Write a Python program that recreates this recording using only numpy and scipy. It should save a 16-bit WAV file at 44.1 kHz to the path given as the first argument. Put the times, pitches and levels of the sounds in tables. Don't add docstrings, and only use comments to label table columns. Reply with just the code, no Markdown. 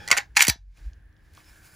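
import sys
import numpy as np
from scipy import signal
from scipy.fft import rfft, irfft
from scipy.io import wavfile
from scipy.ndimage import uniform_filter1d

SR = 44100
rng = np.random.default_rng(int(sys.argv[2]) if len(sys.argv) > 2 else 0)


def dump_mix(stems):
    frames = np.atleast_2d(stems).T
    limited = np.clip(frames, -1, 1)
    pcm = np.round(limited * 32767).astype(np.int16)
    wavfile.write(sys.argv[1], SR, pcm)


def natural_amplitude(level_db):
    exponent = np.asarray(level_db, float) / 20
    return 10 ** exponent


N = 77175
T = np.arange(N) / SR
MID_SIDE = np.array([[1], [-1]])


def level(x, db):
    return x * natural_amplitude(db) / np.sqrt(np.mean(x ** 2))


def curve(rows):
    return np.interp(T, *np.array(rows, float).T)


def colour(x, points):
    hz, db = np.array(points, float).T
    f = np.arange(N // 2 + 1) * SR / N + 1
    return irfft(rfft(x) * natural_amplitude(np.interp(np.log(f), np.log(hz + 1), db)), N)


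def band(x, low_hz, high_hz):
    sos = signal.butter(2, [low_hz, min(high_hz, .45 * SR)], "band", fs=SR, output="sos")
    return signal.sosfilt(sos, x)


def walk(rate_hz):
    k = int(SR / rate_hz)
    steps = np.repeat(rng.standard_normal(N // k + 1), k)
    return 1.7 * uniform_filter1d(uniform_filter1d(steps, k), k)[:N]


def air():
    # freq_hz, density_db [dB per Hz]
    air_colour = [(80, -17), (140, -7), (270, -17.5), (1100, -28.5), (1800, -26), (4500, -40.5),
                  (11800, -53.5), (13800, -46)]
    # time_s, gain_db
    duck = [(0, 22), (.34, 8), (.58, -11), (.7, -13), (.8, 10)]
    air_db, side_db = -75, -6
    hum_hz, hum_db = 311, -83
    duct_hz, duct_width_hz, duct_db = 1680, 260, -80
    whine_hz, whine_pulses_hz, whine_db = 10500, 60, -99

    mid, side = (level(colour(rng.standard_normal(N), air_colour), air_db) * natural_amplitude(0.85 * walk(4.2))
                 for _ in range(2))
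    hum = natural_amplitude(hum_db + 2.6 * walk(22)) * np.sin(2 * np.pi * hum_hz * T)
    duct = band(rng.standard_normal(N), duct_hz - duct_width_hz / 2, duct_hz + duct_width_hz / 2)
    whine = band(rng.standard_normal(N), whine_hz - 200, whine_hz + 200)
    whine = whine * np.sin(np.pi * whine_pulses_hz * T) ** 4
    centre = mid + hum + level(duct, duct_db) + level(whine, whine_db)
    return (centre + natural_amplitude(side_db) * side * MID_SIDE) * natural_amplitude(curve(duck))


def rumble(db):
    centre_hz, width_hz = 70, 85
    edges_hz = centre_hz - width_hz / 2, centre_hz + width_hz / 2
    noise = band(band(rng.standard_normal(N), *edges_hz), *edges_hz)
    return level(noise * natural_amplitude(walk(9.2)), db)


def bench():
    # start_s, level_db, start_hz, end_hz, t60_s
    thumps = [
        (0.114, -34.5, 500, 61.3, 0.091),
        (0.179, -42.5, 604, 93, 0.048),
        (0.367, -42.5, 500, 110, .07),
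        (.407, -43.5, 500, 110, .07),
        (0.483, -18, 620, 40.8, 0.14),
        (0.498, -27, 406.7, 48.8, 0.031),
        (.558, -48.5, 494, 60.1, 0.079),
    ]
    # centre_s, level_db, pitch_hz, half_length_s
    sways = [
        (0.002, -40, 84, 0.014),
        (0.317, -46, 57.4, 0.044),
        (0.672, -42, 46.5, 0.082),
        (.80, -47, 50, 0.015),
        (0.83, -39.5, 45, 0.027),
        (0.874, -26, 52, 0.018),
        (0.925, -39.5, 65, 0.012),
        (0.978, -45, 71.2, 0.012),
        (1.046, -51, 47, 0.12),
        (1.329, -45.5, 70, 0.014),
    ]
    rumble_db, side_db = -57, -76
    spread_turns = 0.78

    out = rumble(rumble_db) + rumble(side_db) * MID_SIDE
    for s, db, start_hz, end_hz, t60 in thumps:
        t = np.maximum(T - s, 0)
        turns = end_hz * t + spread_turns * np.log(1 + t * start_hz / spread_turns)
        out = out + natural_amplitude(db - 60 * t / t60) * np.sin(2 * np.pi * turns)
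    for s, db, hz, half_s in sways:
        out = out + natural_amplitude(db) * np.exp(-((T - s) / half_s) ** 2) * np.cos(2 * np.pi * hz * (T - s))
    return out


def rub():
    # time_s, level_db
    strength = [(0, -54.5), (.07, -53), (.2, -46), (.27, -75.5), (.7, -81.5), (.78, -64.5), (.85, -64.5),
                (.95, -75.5), (1.06, -86), (1.16, -86.5), (1.24, -73.5), (1.32, -65.5), (1.35, -59.5),
                (1.39, -58), (1.43, -65), (1.485, -59), (1.6, -62), (1.67, -58.5), (1.75, -60)]
    # freq_hz, density_db [dB per Hz]
    friction_colour = [(200, -15.5), (600, -6), (1600, -2), (4800, -6), (8600, -9.5), (12000, -19),
                       (14500, -14.5)]
    # time_s, treble_db
    treble = [(0, -3.5), (.9, 0.5), (1.4, 4.5), (1.6, 6.5), (1.75, 9)]
    # pitch_hz, level_db
    resonances = [(1600, -13), (2300, -16), (5000, -25)]
    grit_db, uneven_db = 1.2, 1.5
    scrape_s, scrape_half_s, scrape_hz, scrape_db = 1.486, 0.031, 5130, -64

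    grit = rng.standard_normal(N) * natural_amplitude(grit_db * rng.exponential(size=N) + uneven_db * walk(25))
    wide = level(colour(grit, friction_colour), 0)
    wide = wide + band(wide, 7000, 18000) * (natural_amplitude(curve(treble)) - 1)
    peaks = sum(level(band(grit, .87 * hz, 1.13 * hz), db) * natural_amplitude(4 * walk(9.3)) for hz, db in resonances)
    scrape = level(band(grit, 0.98 * scrape_hz, 1.1 * scrape_hz), scrape_db)
    scrape = scrape * np.exp(-((T - scrape_s) / scrape_half_s) ** 2)
    return (wide + peaks) * natural_amplitude(curve(strength)) + scrape


def earlier_knock():
    # pitch_hz, width_hz, level_db
    barrel = [(520, 120, -2.5), (834, 40, 1), (1680, 120, 2.5), (2420, 160, -4.5), (3300, 160, -3.5),
              (4890, 100, -6), (5300, 300, -8)]
    knock_db, t60_s = -43, .35
    tones = sum(level(band(rng.standard_normal(N), hz - width / 2, hz + width / 2), db)
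                for hz, width, db in barrel)
    return level(tones, knock_db) * natural_amplitude(-60 * T / t60_s)


def ticks():
    # start_s, level_db, pitch_hz, crack_db
    clicks = [(.772, -53, 2500, 11), (.773, -63, 9430, 10), (.933, -68, 5000, 23), (1.008, -69.5, 2640, 12),
              (1.127, -73, 4100, 19), (1.166, -70, 5015, 18), (1.310, -65.5, 4600, 1.5),
              (1.338, -59, 4300, 5.5), (1.336, -66, 12000, 18), (1.350, -54, 6500, 18),
              (1.372, -57, 4083, 22), (1.377, -39, 1150, -15), (1.403, -51, 1600, 25),
              (1.444, -57.5, 4550, 12), (1.486, -61.5, 1970, 10)]
    tone_decay_s, crack_decay_s = 0.00195, 0.001
    out, t = np.zeros(N), T[:512]
    for s, db, hz, crack_db in clicks:
        tone = np.sin(2 * np.pi * hz * t) * np.exp(-t / tone_decay_s)
        crack = band(band(rng.standard_normal(512), hz / 2, 1.43 * hz), hz / 2, 1.515 * hz)
        crack = natural_amplitude(crack_db) * crack * np.exp(-t / crack_decay_s)
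        start = int(s * SR)
        out[start:start + 512] += natural_amplitude(db) * (tone + crack)
    return out


def ring(x, modes):
    scatter_db, pitch_scatter = 3, .018
    t, h = T[:4096], 0
    for hz, db, t60 in modes:
        a, b = rng.standard_normal(2)
        decay = natural_amplitude(db + scatter_db * a - 60 * t / t60)
        h = h + decay * np.sin(2 * np.pi * hz * (1 + pitch_scatter * b) * t)
    return signal.fftconvolve(x, h / np.sqrt(np.sum(h ** 2)))[:len(x)]


def clatter(contacts, body_modes, thin_hz):
    # pitch_hz, level_db, t60_s
    plate_modes = [(3370, 4, .009), (4330, -0.5, .01), (4850, 5, .008), (5840, 0.5, .007),
                   (6460, -5.5, .008), (7450, 5, 0.0029)]
    # pitch_hz, level_db, t60_s
    edge_modes = [(9900, -2, 0.0043), (11000, -5.5, 0.0035), (13600, 4, 0.0065)]
    body_gain_db, plates_gain_db, edges_gain_db = -9, -1.5, -5.5
    chatter_db, crack_db = 0.5, 3.5
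    rise_s, release, high_shorter = 0.00054, .3, .7
    grain_db = 4
    wash_body_db, wash_plates_db, wash_edges_db = 13, 10, 11

    size = 6144
    out, t = np.zeros((2, N)), T[:size]
    for s, body_db, plate_db, edge_db, length_s in contacts:
        lengths_s = length_s * np.array([[1], [high_shorter], [high_shorter]])
        fall = np.exp(-np.maximum(t - lengths_s, 0) / (release * length_s))
        shape = np.minimum(t / rise_s, 1) * fall
        push = rng.standard_normal((3, size)) * natural_amplitude(grain_db * rng.exponential(size=size)) * shape
        energy = np.sum(shape ** 2, axis=1, keepdims=True)
        push *= np.sqrt(energy / np.sum(push ** 2, axis=1, keepdims=True))
        push *= natural_amplitude([[body_gain_db + body_db], [plates_gain_db + plate_db], [edges_gain_db + edge_db]])

        body = ring(push[0], body_modes) + natural_amplitude(chatter_db) * band(band(push[0], 1500, 2900), 1500, 2900)
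        plates = ring(push[1], plate_modes) + natural_amplitude(crack_db) * band(push[1], 3500, 8500)
        edges = ring(push[2], edge_modes) + natural_amplitude(crack_db) * band(push[2], 12800, 15500)
        wash = natural_amplitude(wash_body_db) * band(push[0], 1400, 2300)
        wash += natural_amplitude(wash_plates_db) * band(push[1], 3000, 8000)
        wash += natural_amplitude(wash_edges_db) * band(push[2], 8500, 15500)
        start = int(s * SR)
        out[:, start:start + size] += [body + plates + edges, wash]
    return signal.sosfilt(signal.butter(3, thin_hz, "high", fs=SR, output="sos"), out)


def shift():
    # start_s, body_db, plate_db, sizzle_db, contact_length_s
    contacts = [(.0768, -21.5, -26, -38.5, .002), (.0855, -21.5, -26, -35, .0015),
                (.097, -24.5, -41.5, -44.5, .003), (.104, -12, -24.5, -32.5, .002),
                (.1132, 0.5, -9.5, -23, .0035), (.118, -6.5, -18, -27.5, .003),
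                (.125, -5, -18.5, -34, .002), (.1277, -6.5, -24.5, -43.5, .002),
                (.1305, -11.5, -30, -45, .003), (.138, -27, -40.5, -46.5, .003),
                (.1435, -22, -42, -48, .003), (.150, -30.5, -44.5, -42.5, .005),
                (.159, -25.5, -44.5, -50, .002), (.167, -12.5, -29.5, -37, .003),
                (.172, -10, -21, -31.5, .003), (.177, -12, -17, -32, .003), (.182, -8.5, -20, -39.5, .003),
                (.196, -26.5, -49, -55.5, .008)]
    # pitch_hz, level_db, t60_s
    body_modes = [(561, -17, .02), (780, -25, 0.014), (850, -18, .025), (1150, -10.5, .015),
                  (1500, 4.5, .022), (1860, -6, .016), (1940, 6, 0.066), (2140, 6, .014), (2280, 4, .015),
                  (2630, -8.5, 0.018), (2950, -12.5, .01)]
    return clatter(contacts, body_modes, thin_hz=520)


def lift():
    # start_s, body_db, plate_db, sizzle_db, contact_length_s
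    contacts = [(.351, -39.5, -58, -75.5, .005), (.356, -35, -44.5, -43.5, .002),
                (.363, -26, -27, -34, .003), (.3668, 1.5, -14.5, -27, .003),
                (.3695, -1.5, -12, -25.5, 0.0022), (.372, -9.5, -8.5, -20.5, 0.0018),
                (.376, -6, -13.5, -21, .002), (.3795, -10.5, -24, -28, .003),
                (.3835, -14.5, -24, -26, .002), (.392, -13, -19, -28, .002), (.394, -7, -21.5, -32, .003),
                (.3995, -16, -30, -36.5, .002), (.4015, -15.5, -22, -30, .003),
                (.4057, 4, -12.5, -19.5, 0.0028), (.413, -14, -20.5, -18, .005),
                (.4195, -9, -11.5, -13, .003), (.4225, -8, -7, -13, .003), (.426, -12.5, -11, -24.5, .002),
                (.4345, -13.5, -25.5, -38, .003), (.440, -19, -27, -31, .003), (.449, -14, -26, -22, .004),
                (.4685, -14.5, -21.5, -27.5, .004), (.4805, -16, -11.5, -10, .002),
                (.484, -15.5, -9, -19.5, .002), (.492, -14, -18, -24, .003), (.4965, -11, -12, -14.5, .003),
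                (.501, -19, -24, -24.5, .002)]
    # pitch_hz, level_db, t60_s
    body_modes = [(885, -21, .06), (1560, -19, .012), (1760, -14, .012), (1950, 0, .015), (2060, 2, .014),
                  (2160, 3, .013), (2270, 2, .013), (2620, -7, .009), (3180, -11, .01)]
    return clatter(contacts, body_modes, thin_hz=900)


def room(x):
    room_db, split_hz = -12.5, 4500
    low_t60_s, high_t60_s = 0.13, 0.073
    t, noise = T[:16384], rng.standard_normal((2, 16384))
    low = band(noise[0], 350, split_hz) * natural_amplitude(-60 * t / low_t60_s)
    high = band(noise[1], split_hz, 23000) * natural_amplitude(-60 * t / high_t60_s)
    h = low + high
    return signal.fftconvolve(x, h / np.sqrt(np.sum(h ** 2)))[:N] * natural_amplitude(room_db)


def ports(x):
    # freq_hz, left_lead_half_turns
    port_phase = [(0, 0), (600, .3), (1460, -.3), (2840, .15), (6900, -.06), (8550, -1), (9700, -1.9),
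                  (10600, -2.15), (12050, -3), (14000, -4), (16000, -5)]
    # freq_hz, left_minus_right_db
    port_balance = [(250, 0), (650, 6), (1200, -1), (16000, -.5)]
    f = np.arange(N // 2 + 1) * SR / N
    phase = np.pi * np.interp(f, *np.array(port_phase, float).T)
    hz, balance_db = np.array(port_balance, float).T
    db = np.interp(np.log(f + 1), np.log(hz + 1), balance_db)
    half = natural_amplitude(db / 2) * np.exp(.5j * phase)
    return irfft(rfft(x) * np.array([half, 1 / half]), N)


def scene():
    loose_db, stock_db, stock_lag_s = 5, 8.5, .009
    near, wash = shift() + lift() + earlier_knock() + ticks()
    loose = natural_amplitude(loose_db) * band(room(near), 400, 1300) * MID_SIDE
    stock = natural_amplitude(stock_db) * np.roll(band(room(near), 680, 960), int(stock_lag_s * SR))
    return ports(near + room(wash) + stock + rub()) + loose + bench() + air()


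def top_cut(x):
    return signal.sosfilt(signal.butter(12, 16480, fs=SR, output="sos"), x)


def record(dry):
    top_hz = 15900
    low_pass = signal.ellip(8, .2, 70, top_hz, fs=SR, output="sos")
    finished = signal.sosfilt(low_pass, np.tanh(dry), axis=1)
    return top_cut(finished)


dry = scene()
out = record(dry)
dump_mix(out)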